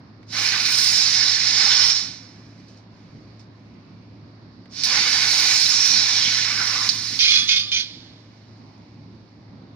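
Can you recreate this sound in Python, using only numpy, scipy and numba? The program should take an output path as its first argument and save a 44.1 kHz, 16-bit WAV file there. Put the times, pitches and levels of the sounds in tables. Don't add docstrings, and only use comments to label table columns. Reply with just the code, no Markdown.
import sys
import numpy as np
from scipy import signal
from scipy.fft import rfft, irfft, next_fast_len
from scipy.io import wavfile
from scipy.ndimage import uniform_filter1d, minimum_filter1d
from numba import njit

SR = 44100
rng = np.random.default_rng(int(sys.argv[2]) if len(sys.argv) > 2 else 0)


def output_pcm(signal):
    pcm = np.clip(np.atleast_2d(signal).T, -1, 1) * 32767
    wavfile.write(sys.argv[1], SR, np.round(pcm).astype(np.int16))


N = 429975
T, FREQ = np.arange(N) / SR, np.maximum(np.fft.rfftfreq(next_fast_len(N + SR, True), 1 / SR), 1)

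# frequency_hz, density_db
FAN_SPECTRUM = [(25, -23), (70, -8.5), (150, -1), (270, -0.5), (450, -14.5), (620, -15), (790, -17.5),
                (1030, -16), (1500, -23.5), (2200, -24), (3200, -32.5), (4650, -24), (5500, -33),
                (7500, -62), (16000, -66.5)]
# pitch_hz, level_db
HUM_LINES = [(108.6, -51.5), (108.3, -68.5), (101, -62), (180, -63.5)]
# frequency_hz, left_minus_right_db
PORT_BALANCE = [(100, 0), (200, -3), (650, 1), (1300, -1), (2300, -5.5), (3100, -0.5), (4200, -8.5),
                (5200, -15), (6200, -3), (7500, -2), (8800, 9.5), (11000, -2), (15000, 2)]
# frequency_hz, coherence_ratio
NEAR_COHERENCE = [(200, 1), (700, 0.7), (1500, 0.44), (4000, 0.66), (9000, 0.38)]
# frequency_hz, coherence_ratio
DIFFUSE_COHERENCE = [(30, 0.83), (100, 0.92), (290, 0.95), (640, 0.46), (1500, 0.02), (5000, 0)]
# frequency_hz, density_db
TRIGGER_SPECTRUM = [(200, -9), (550, 3), (1200, -8), (2300, 5), (3100, -6), (4200, -3), (6000, -15),
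                    (9000, -28), (16000, -45)]
# start_s, level_db, decay_s
NOZZLE_TOUCHES = [(2.68, -57, 0.075), (2.769, -57, 0.023), (3.392, -52.5, 0.026), (8.777, -61, .008)]
# pitch_hz, level_db, t60_s
OFFCUT_MODES = [(1201, -22, 0.82), (1518, -17, 0.14), (1790, -23, 0.26), (1940, -17.5, 0.14),
                (2100, -20, 0.15), (2173, -4.5, 0.15), (2372, -2.5, 0.11), (2487, -0.5, 0.13),
                (2790, -8.5, .2), (3114, -1.5, 0.32), (3200, -2.5, 0.18), (3400, -2, 0.39),
                (3500, 3.5, 0.18), (3560, -3, 0.86), (4020, 1.5, 0.15), (4100, 0, 0.11), (4270, 0.5, 0.17),
                (4415, -2, 0.13), (4620, -9, 0.2), (4780, -1.5, 0.18), (4860, -8, 0.4), (4950, -5, 0.18),
                (5270, -2.5, 0.16), (5710, -3, 0.18), (6015, -4.5, 0.25), (6580, -14, 0.2),
                (6950, -21, 0.17), (8850, -30.5, 0.32)]
# start_s, level_db, chatter_decay_s, favoured_mode_hz, mode_rise_db
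LANDINGS = [(7.191, -4, 0.0092, 5710, 6), (7.201, -7, 0.025, 3200, 7), (7.213, -13, 0.027, 4780, 8),
            (7.246, -5, 0.037, 4100, -1), (7.276, -11, 0.018, 2372, 14.5), (7.285, -22, 0.015, 1201, 26),
            (7.307, -15, 0.02, 3400, 18), (7.318, -7.5, 0.028, 4100, 5), (7.338, -14.5, 0.021, 2487, 7),
            (7.357, -14, 0.02, 3400, 16), (7.372, -11.5, 0.018, 4780, 9), (7.424, -34.5, 0.007, 1790, 41),
            (7.477, -25, 0.02, 6015, 27), (7.484, -17, 0.015, 3560, 22), (7.49, -6.5, 0.029, 2487, 4.5),
            (7.516, -18, 0.023, 5270, 11), (7.56, -16.5, 0.031, 3560, 16.5),
            (7.595, -25, 0.035, 4780, 20.5), (7.716, -20, 0.062, 3114, 10.5),
            (7.729, -22.5, 0.029, 2372, 12), (7.742, -27, 0.026, 6015, 25), (7.762, -20, 0.048, 3114, 3),
            (7.797, -21.5, 0.028, 4270, 10)]
# frequency_hz, density_db
SCRAPE_SPECTRUM = [(30, -70.5), (500, -30), (1200, -13), (1800, -5), (2200, 2), (2800, 3.5), (3300, 12.5),
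                   (4700, 13.5), (5700, 7), (6600, -3), (8000, -18.5), (11000, -29), (16000, -41)]
# frequency_hz, density_db
FIZZ_AND_SHEEN = [(100, -50), (2000, -18.5), (5000, -8.5), (9000, 15.5), (10500, 8.5), (12500, 2),
                  (13800, -5.5), (15000, 14), (16000, -13.5)]
# centre_s, rise_db, half_length_s
SPARK_SHOWERS = [(0.44, 9.7, 0.18), (0.83, 20, 0.19), (1.86, 16, 0.041), (5.45, 17.2, 0.36),
                 (7.1, 16.2, 0.61)]
# valve_opens_s, beam_bites_s, beam_leaves_s, valve_shuts_s
CUT_PASSES = [(0.267, 0.319, 1.91, 1.977), (4.695, 4.852, 6.875, 7.39)]
# time_s, hiss_db, roar_db
HAND_GUIDING = [
    [(0.42, -21, -29), (0.578, -24.5, -28), (0.7, -22.5, -32.5), (1.046, -18.5, -39.5), (1.408, -21, -34),
     (1.558, -19.5, -36), (1.622, -17.5, -27.5), (1.834, -18, -30.5), (1.88, -19.5, -41)],
    [(4.8, -23.5, -26.5), (4.94, -20.5, -26), (5.002, -19.5, -26.5), (5.274, -22.5, -29),
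     (5.508, -19.5, -28.5), (5.614, -19.5, -37), (6.0, -19.5, -37.5), (6.08, -20, -32.5),
     (6.598, -24.5, -30.5), (6.85, -24.5, -33)],
]
# centre_s, change_db, half_length_s
BLEED_CHOKES = [(2.87, -17, 0.038), (3.49, -9, 0.035)]
# frequency_hz, rise_db
BENCH_RIPPLES = [(797, 5.5), (1040, 4.5), (1185, 3), (1486, 7), (1723, 3.5), (2090, 1.5), (2340, 2),
                 (3020, 6), (3338, 6.5), (3625, 7), (3945, 10), (4235, 8), (4600, 7.5), (5025, 7),
                 (5345, 7), (5620, 5.5), (5810, 4.5), (6288, 2.5), (6611, 7), (6920, 2.5)]
# time_s, pitch_hz, level_over_jet_db
CUT_RESONANCE = [
    [(0.65, 7800, -27), (0.88, 7300, -12), (1.1, 6700, -18), (1.28, 4200, -11), (1.68, 3650, -14.5),
     (1.88, 2950, -13.5)],
    [(5.2, 7400, -28), (5.48, 6900, -13), (5.78, 6400, -9), (6.02, 4200, -8.5), (6.18, 3350, -12),
     (6.42, 2950, -13.5), (6.6, 1465, -10.5), (6.85, 1102, -16.5)],
]
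# time_s, slot_pitch_hz, hollow_pitch_hz
CAVITY_PITCHES = [(0.4, 4940, 2350), (0.85, 5070, 2300), (1.25, 5100, 2190), (1.7, 5160, 2080),
                  (1.9, 5470, 2196), (4.85, 4490, 2387), (5.25, 4710, 2315), (5.5, 4740, 2200),
                  (5.75, 5510, 2300), (6.08, 5505, 2216), (6.6, 5330, 2100), (6.88, 5310, 1902),
                  (6.91, 4110, 1907), (7.0, 5210, 2196)]
# centre_s, rise_db, half_length_s
WHISTLE_SWELLS = [(1.2, 5.4, 0.33), (1.86, 9.6, 0.13), (5.88, 7.6, 0.16), (6.72, 6.1, 0.2)]
# start_s, level_db, decay_s, squeal_offset_db, spray_offset_db
GAS_SPITS = [(4.834, -16.5, 0.018, -16, -19), (6.889, -12, 0.011, 2.5, -29)]
# frequency_hz, density_db
ROAR_SPECTRUM = [(30, -33), (250, -12.5), (500, -10.5), (670, -12), (790, -6.5), (1450, -0.5), (2200, 1),
                 (2900, -3), (4000, -15), (6000, -29.5)]
# frequency_hz, density_db
JET_SPECTRUM = [(30, -66), (700, -27), (1400, -22), (2250, -7.5), (2750, -10.5), (3200, -11.5),
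                (3550, -6.5), (4300, 0), (5300, 1), (6000, -2.5), (7000, -11.5), (8200, -20.5),
                (9500, -22.5), (11000, -46), (16000, -33)]

MELT_S, CLEAR_S = 0.034, 0.012


def undb(db):
    return 10 ** (np.asarray(db) / 20)


def along(table):
    hz, value = np.transpose(table)
    return np.interp(np.log(FREQ), np.log(hz), value)


def transform(x):
    return rfft(x, 2 * (len(FREQ) - 1))


def colour(x, gain):
    return irfft(transform(x) * gain)[..., :N]


def unit(x):
    return x / np.sqrt(np.mean(x ** 2))


def noise():
    return rng.standard_normal((2, N))


def walk(rate_hz):
    hold = int(SR / rate_hz)
    steps = np.repeat(rng.standard_normal(N // hold + 1), hold)
    return 1.55 * uniform_filter1d(uniform_filter1d(steps, hold), hold)[:N]


def since(start_s):
    return np.maximum(T - start_s, 0)


def bursts(table, attack_s=.002):
    return np.sqrt(sum((undb(db) * np.exp(-since(s) / decay) * np.minimum(since(s) / attack_s, 1)) ** 2
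                       for s, db, decay, *_ in table))


def swells(table):
    return sum(db * np.exp(-.5 * ((T - s) / half) ** 2) for s, db, half in table)


def sputter(x, depth_db, rate_hz, bands=7):
    octaves, spectrum, out = np.log2(FREQ / 600), transform(x), x
    for k in range(bands):
        band = irfft(spectrum * np.maximum(1 - np.abs(2 * octaves - k), 0))[:, :N]
        out = out + band * (undb(depth_db * walk(rate_hz)) - 1)
    return unit(out)


@njit
def resonate(x, hz, width_hz):
    y, band_state, low_state = np.empty(len(x)), 0., 0.
    for i in range(len(x)):
        g, damping = np.tan(np.pi * hz[i] / SR), width_hz[i] / hz[i]
        band = (band_state + g * (x[i] - low_state)) / (1 + g * (g + damping))
        band_state, low_state = 2 * band - band_state, low_state + 2 * g * band
        y[i] = damping * band
    return y


def cavity(hz, width_hz, ripple_db):
    width_hz = width_hz * np.ones(N)
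    rung = np.array([resonate(resonate(x, hz, width_hz), hz, width_hz) for x in noise()])
    return unit(colour(rung / np.sqrt(width_hz), undb(ripple_db)))


def workshop(x, wet_db, t60_s, early_db=-11.5, early_s=.008, damp_hz=7000, gap_s=0.011):
    t = T[:SR]
    early = rng.standard_normal((2, SR)) * np.exp(-t / early_s) * (t > early_s / 2)
    tail = rng.standard_normal((2, SR)) * undb(-60 * t / t60_s) * (t > gap_s)
    echoes = undb(early_db) * early / np.linalg.norm(early[0])
    echoes += undb(wet_db) * tail / np.linalg.norm(tail[0])
    return colour(x, 1 + transform(echoes) / np.hypot(1, (FREQ / damp_hz) ** 2))


def ports(pair, coherence, lag_ms):
    like, tilt = np.clip(along(coherence), -1, 1), undb(along(PORT_BALANCE) / 2)
    mid, side = transform(pair) * np.sqrt([1 + like, 1 - like])
    delay = np.exp(-2j * np.pi * FREQ * lag_ms / 1000)
    norm = np.sqrt((tilt ** 2 + tilt ** -2 + 1) / 2)
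    return irfft(np.array([(mid + side) * tilt, (mid - side) / tilt * delay]) / norm)[:, :N]


def cooler(air_db=-48.5, waver_db=1.5, rumble_db=1.85, rumble_hz=400, load_db=3):
    air = unit(colour(noise(), undb(along(FAN_SPECTRUM)))) * undb(air_db)
    rumble = colour(air, 1 / (1 + (FREQ / rumble_hz) ** 4))
    rush = air - rumble
    fans = rumble * undb(rumble_db * walk(22)) + np.std(rush) * sputter(rush, depth_db=1.5, rate_hz=5.5)
    running = sum(1. * (T > opens) * (T < shuts) for opens, _, _, shuts in CUT_PASSES)
    load = uniform_filter1d(running, SR // 4)
    hum = sum(np.sqrt(2) * undb(db + waver_db * walk(9)) * np.sin(2 * np.pi * hz * T + .25 * walk(5.1))
              for hz, db in HUM_LINES)
    return fans + np.array([[1], [0]]) * hum * undb(load_db * load)


def handling(click_db=-48, lead_s=0.039, decay_s=0.006):
    scratches = colour(noise() * bursts(NOZZLE_TOUCHES), unit(undb(along(JET_SPECTRUM))))
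    clicks = bursts([(opens - lead_s, click_db, decay_s) for opens, *_ in CUT_PASSES])
    return scratches + colour(noise() * clicks, unit(undb(along(TRIGGER_SPECTRUM))))


def offcut(ring_db=-1, scrape_db=-5.5, blow=0.57, rattle=0.57, grip_s=0.0022, strike_db=2.6,
           detune=0.002, choke_s=0.028, kept=0.85, rest_s=7.815, settle_s=0.051):
    t = T[:SR // 2]
    hz, db, t60 = np.transpose(OFFCUT_MODES)[:, :, None]
    decays = undb(db) / np.sqrt(t60) * undb(-60 * t / t60) * np.minimum(t / 0.0017, 1)
    decays = decays * np.sqrt(2) / np.linalg.norm(decays)
    chatter = noise() * undb(1.1 * walk(250))
    ring = np.zeros((2, N))
    for start_s, blow_db, chatter_s, favoured_hz, rise_db in LANDINGS:
        favour_db = rise_db * (np.arange(len(hz)) == np.argmin(np.abs(hz - favoured_hz)))
        weights = undb(favour_db + strike_db * rng.uniform(-1.3, 1, len(hz)))
        phases = np.exp(2j * np.pi * rng.random(len(hz)))
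        modes = decays * np.exp(2j * np.pi * hz * (1 + detune * rng.standard_normal(hz.shape)) * t)
        response = ((weights * phases) @ modes).imag[None]
        span = slice(int(start_s * SR), int(start_s * SR) + len(t))
        force = rattle * chatter[:, span] * np.exp(-t / chatter_s) * (1 - np.exp(-t / grip_s))
        force[0, 0] += blow * np.sqrt(chatter_s * SR / 2)
        ring *= kept + (1 - kept) * np.exp(-since(start_s) / choke_s)
        ring[:, span] += undb(blow_db) * signal.fftconvolve(force, response, axes=1)[:, :len(t)]
    damping = np.exp(-since(rest_s) / settle_s)
    scrape = colour(chatter * bursts(LANDINGS, attack_s=0.0016), unit(undb(along(SCRAPE_SPECTRUM))))
    return undb(ring_db) * ring * damping, undb(scrape_db) * scrape * damping


def hose_bleed(start_db=-56, fall_db_per_s=8.5, leak_db=-74.5):
    hose = sum((T > shuts) * undb(start_db - fall_db_per_s * since(shuts)) for *_, shuts in CUT_PASSES)
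    return np.hypot(hose, undb(leak_db)) * undb(swells(BLEED_CHOKES))


def gas_flow(opens, bites, leaves, shuts, guiding, jet_db=0.77, kerf_db=-1.44, free_jet_db=-4.5,
             fill_db=-40.5, fill_s=0.044, vent_db_per_s=125, entry_s=0.6, exit_s=0.17):
    times, *levels = np.transpose(guiding)
    hiss_db, roar_db = (np.interp(T, times, db) for db in levels)
    pressure_db = fill_db * np.exp(-since(opens) / fill_s) - vent_db_per_s * since(shuts)
    melt = (1 - np.exp(-since(bites) / MELT_S)) * np.exp(-since(leaves) / CLEAR_S)
    jet = (T > opens) * undb(pressure_db + jet_db + hiss_db + free_jet_db * (1 - melt))
    edge_db = 4.5 * np.exp(-np.abs(T - bites) / entry_s) + 10 * np.exp(-np.abs(T - leaves) / exit_s)
    return jet, melt * undb(kerf_db + roar_db), edge_db


def sparks(jet, level_db=-37, pops_per_s=4000, flicker_db=2):
    size = undb(1.7 * rng.exponential(size=N))
    pops = (rng.random(N) < pops_per_s / SR) * size * noise()
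    fizz = unit(colour(pops, undb(along(FIZZ_AND_SHEEN)))) * undb(flicker_db * walk(12))
    sprays = bursts([(s, db + spray, decay) for s, db, decay, _, spray in GAS_SPITS], attack_s=.004)
    return fizz * (jet * undb(level_db + swells(SPARK_SHOWERS)) + sprays)


def lengthening_cut(jet, ripple_db, width_ratio=0.27, drift=0.023, flutter_db=2.5):
    times, hz, db = np.transpose([row for table in CUT_RESONANCE for row in table])
    centre_hz = np.exp(np.interp(T, times, np.log(hz))) * (1 + drift * walk(12))
    in_steel = sum((T > bites) * np.exp(-since(leaves) / CLEAR_S) for _, bites, leaves, _ in CUT_PASSES)
    resonance = cavity(centre_hz, width_ratio * centre_hz, ripple_db)
    return resonance * jet * in_steel * undb(np.interp(T, times, db) + flutter_db * walk(35))


def slot_whistle(jet, pitch_hz, ripple_db, level_db=-10, width_hz=590, drift=0.015, flutter_db=1.1):
    slot = cavity(pitch_hz * (1 + drift * walk(16)), width_hz, ripple_db)
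    squeals = bursts([(s, db + squeal, decay) for s, db, decay, squeal, _ in GAS_SPITS], attack_s=0.0057)
    return slot * (jet * undb(level_db + swells(WHISTLE_SWELLS) + flutter_db * walk(50)) + squeals)


def kerf_roar(kerf, stray, depth_db, hollow_hz, ripple_db, slug_db=0.8, rasp_hz=700, treble_hz=1800):
    slugs = 0.82 * walk(40) + 0.73 * walk(300)
    churn = sputter(colour(noise(), undb(along(ROAR_SPECTRUM) + ripple_db)), depth_db=2.0, rate_hz=36)
    hollow = undb(-4.5) * cavity(hollow_hz * (1 + 0.045 * walk(14)), width_hz=420, ripple_db=ripple_db)
    low = colour(churn, 1 / (1 + (FREQ / treble_hz) ** 6))
    rumble = colour(churn, 1 / (1 + (FREQ / rasp_hz) ** 16))
    rasp = (low - rumble) * undb(depth_db / 2)
    treble = (churn - low + hollow) * undb(-depth_db / 2)
    return (rumble + rasp + treble) * np.hypot(kerf * undb(slug_db * slugs), stray)


def jet_hiss(flow, ripple_db, flutter_db=0.68):
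    hiss = unit(colour(noise(), undb(along(JET_SPECTRUM) + ripple_db)))
    return hiss * (flow * undb(flutter_db * walk(60)) + bursts(GAS_SPITS, attack_s=0.0022))


def cutting(tremor_db=0.65, graze_db=-16, seep_db=-4, mid_cut_depth_db=-5):
    jet, kerf, edge_db = sum(np.array(gas_flow(*timing, guiding))
                             for timing, guiding in zip(CUT_PASSES, HAND_GUIDING))
    jet, bleed = jet * undb(tremor_db * walk(9)), hose_bleed()
    stray = jet * undb(graze_db) + bleed * undb(seep_db)
    times, *pitches = np.transpose(CAVITY_PITCHES)
    slot_hz, hollow_hz = (np.interp(T, times, hz) for hz in pitches)
    ripple_db = sum(db * np.exp(-.5 * ((FREQ - hz) / min(62, 0.037 * hz)) ** 2)
                    for hz, db in BENCH_RIPPLES)
    hiss = jet_hiss(np.hypot(jet, bleed), ripple_db)
    roar = kerf_roar(kerf, stray, mid_cut_depth_db + edge_db, hollow_hz, ripple_db)
    whistle = slot_whistle(jet, slot_hz, ripple_db)
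    return hiss + roar + whistle + lengthening_cut(jet, ripple_db) + sparks(jet)


def scene():
    bench = workshop(undb(-1.05) * cutting() + handling(), wet_db=-13.5, t60_s=0.87)
    ring, scrape = offcut()
    floor = workshop(ring, wet_db=-17.0, t60_s=0.64, damp_hz=5000)
    floor += workshop(scrape, wet_db=-8.5, t60_s=0.97)
    near = ports(bench, NEAR_COHERENCE, lag_ms=0.051) + ports(floor, NEAR_COHERENCE, lag_ms=-0.11)
    return near + ports(cooler(), DIFFUSE_COHERENCE, lag_ms=0)


@njit
def peak_follower(x, release):
    out, peak = np.empty(len(x)), 0.
    for i in range(len(x)):
        peak = max(x[i], peak * release)
        out[i] = peak
    return out


def record(dry, ceiling=0.74, release_s=0.034, cutoff_hz=15850):
    peak = peak_follower(np.abs(dry).max(axis=0), np.exp(-1 / (release_s * SR)))
    gain = uniform_filter1d(minimum_filter1d(ceiling / np.maximum(peak, ceiling), size=64), size=64)
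    return signal.sosfilt(signal.ellip(10, .2, 80, cutoff_hz, fs=SR, output="sos"), dry * gain)


dry = scene()
out = record(dry)
output_pcm(out)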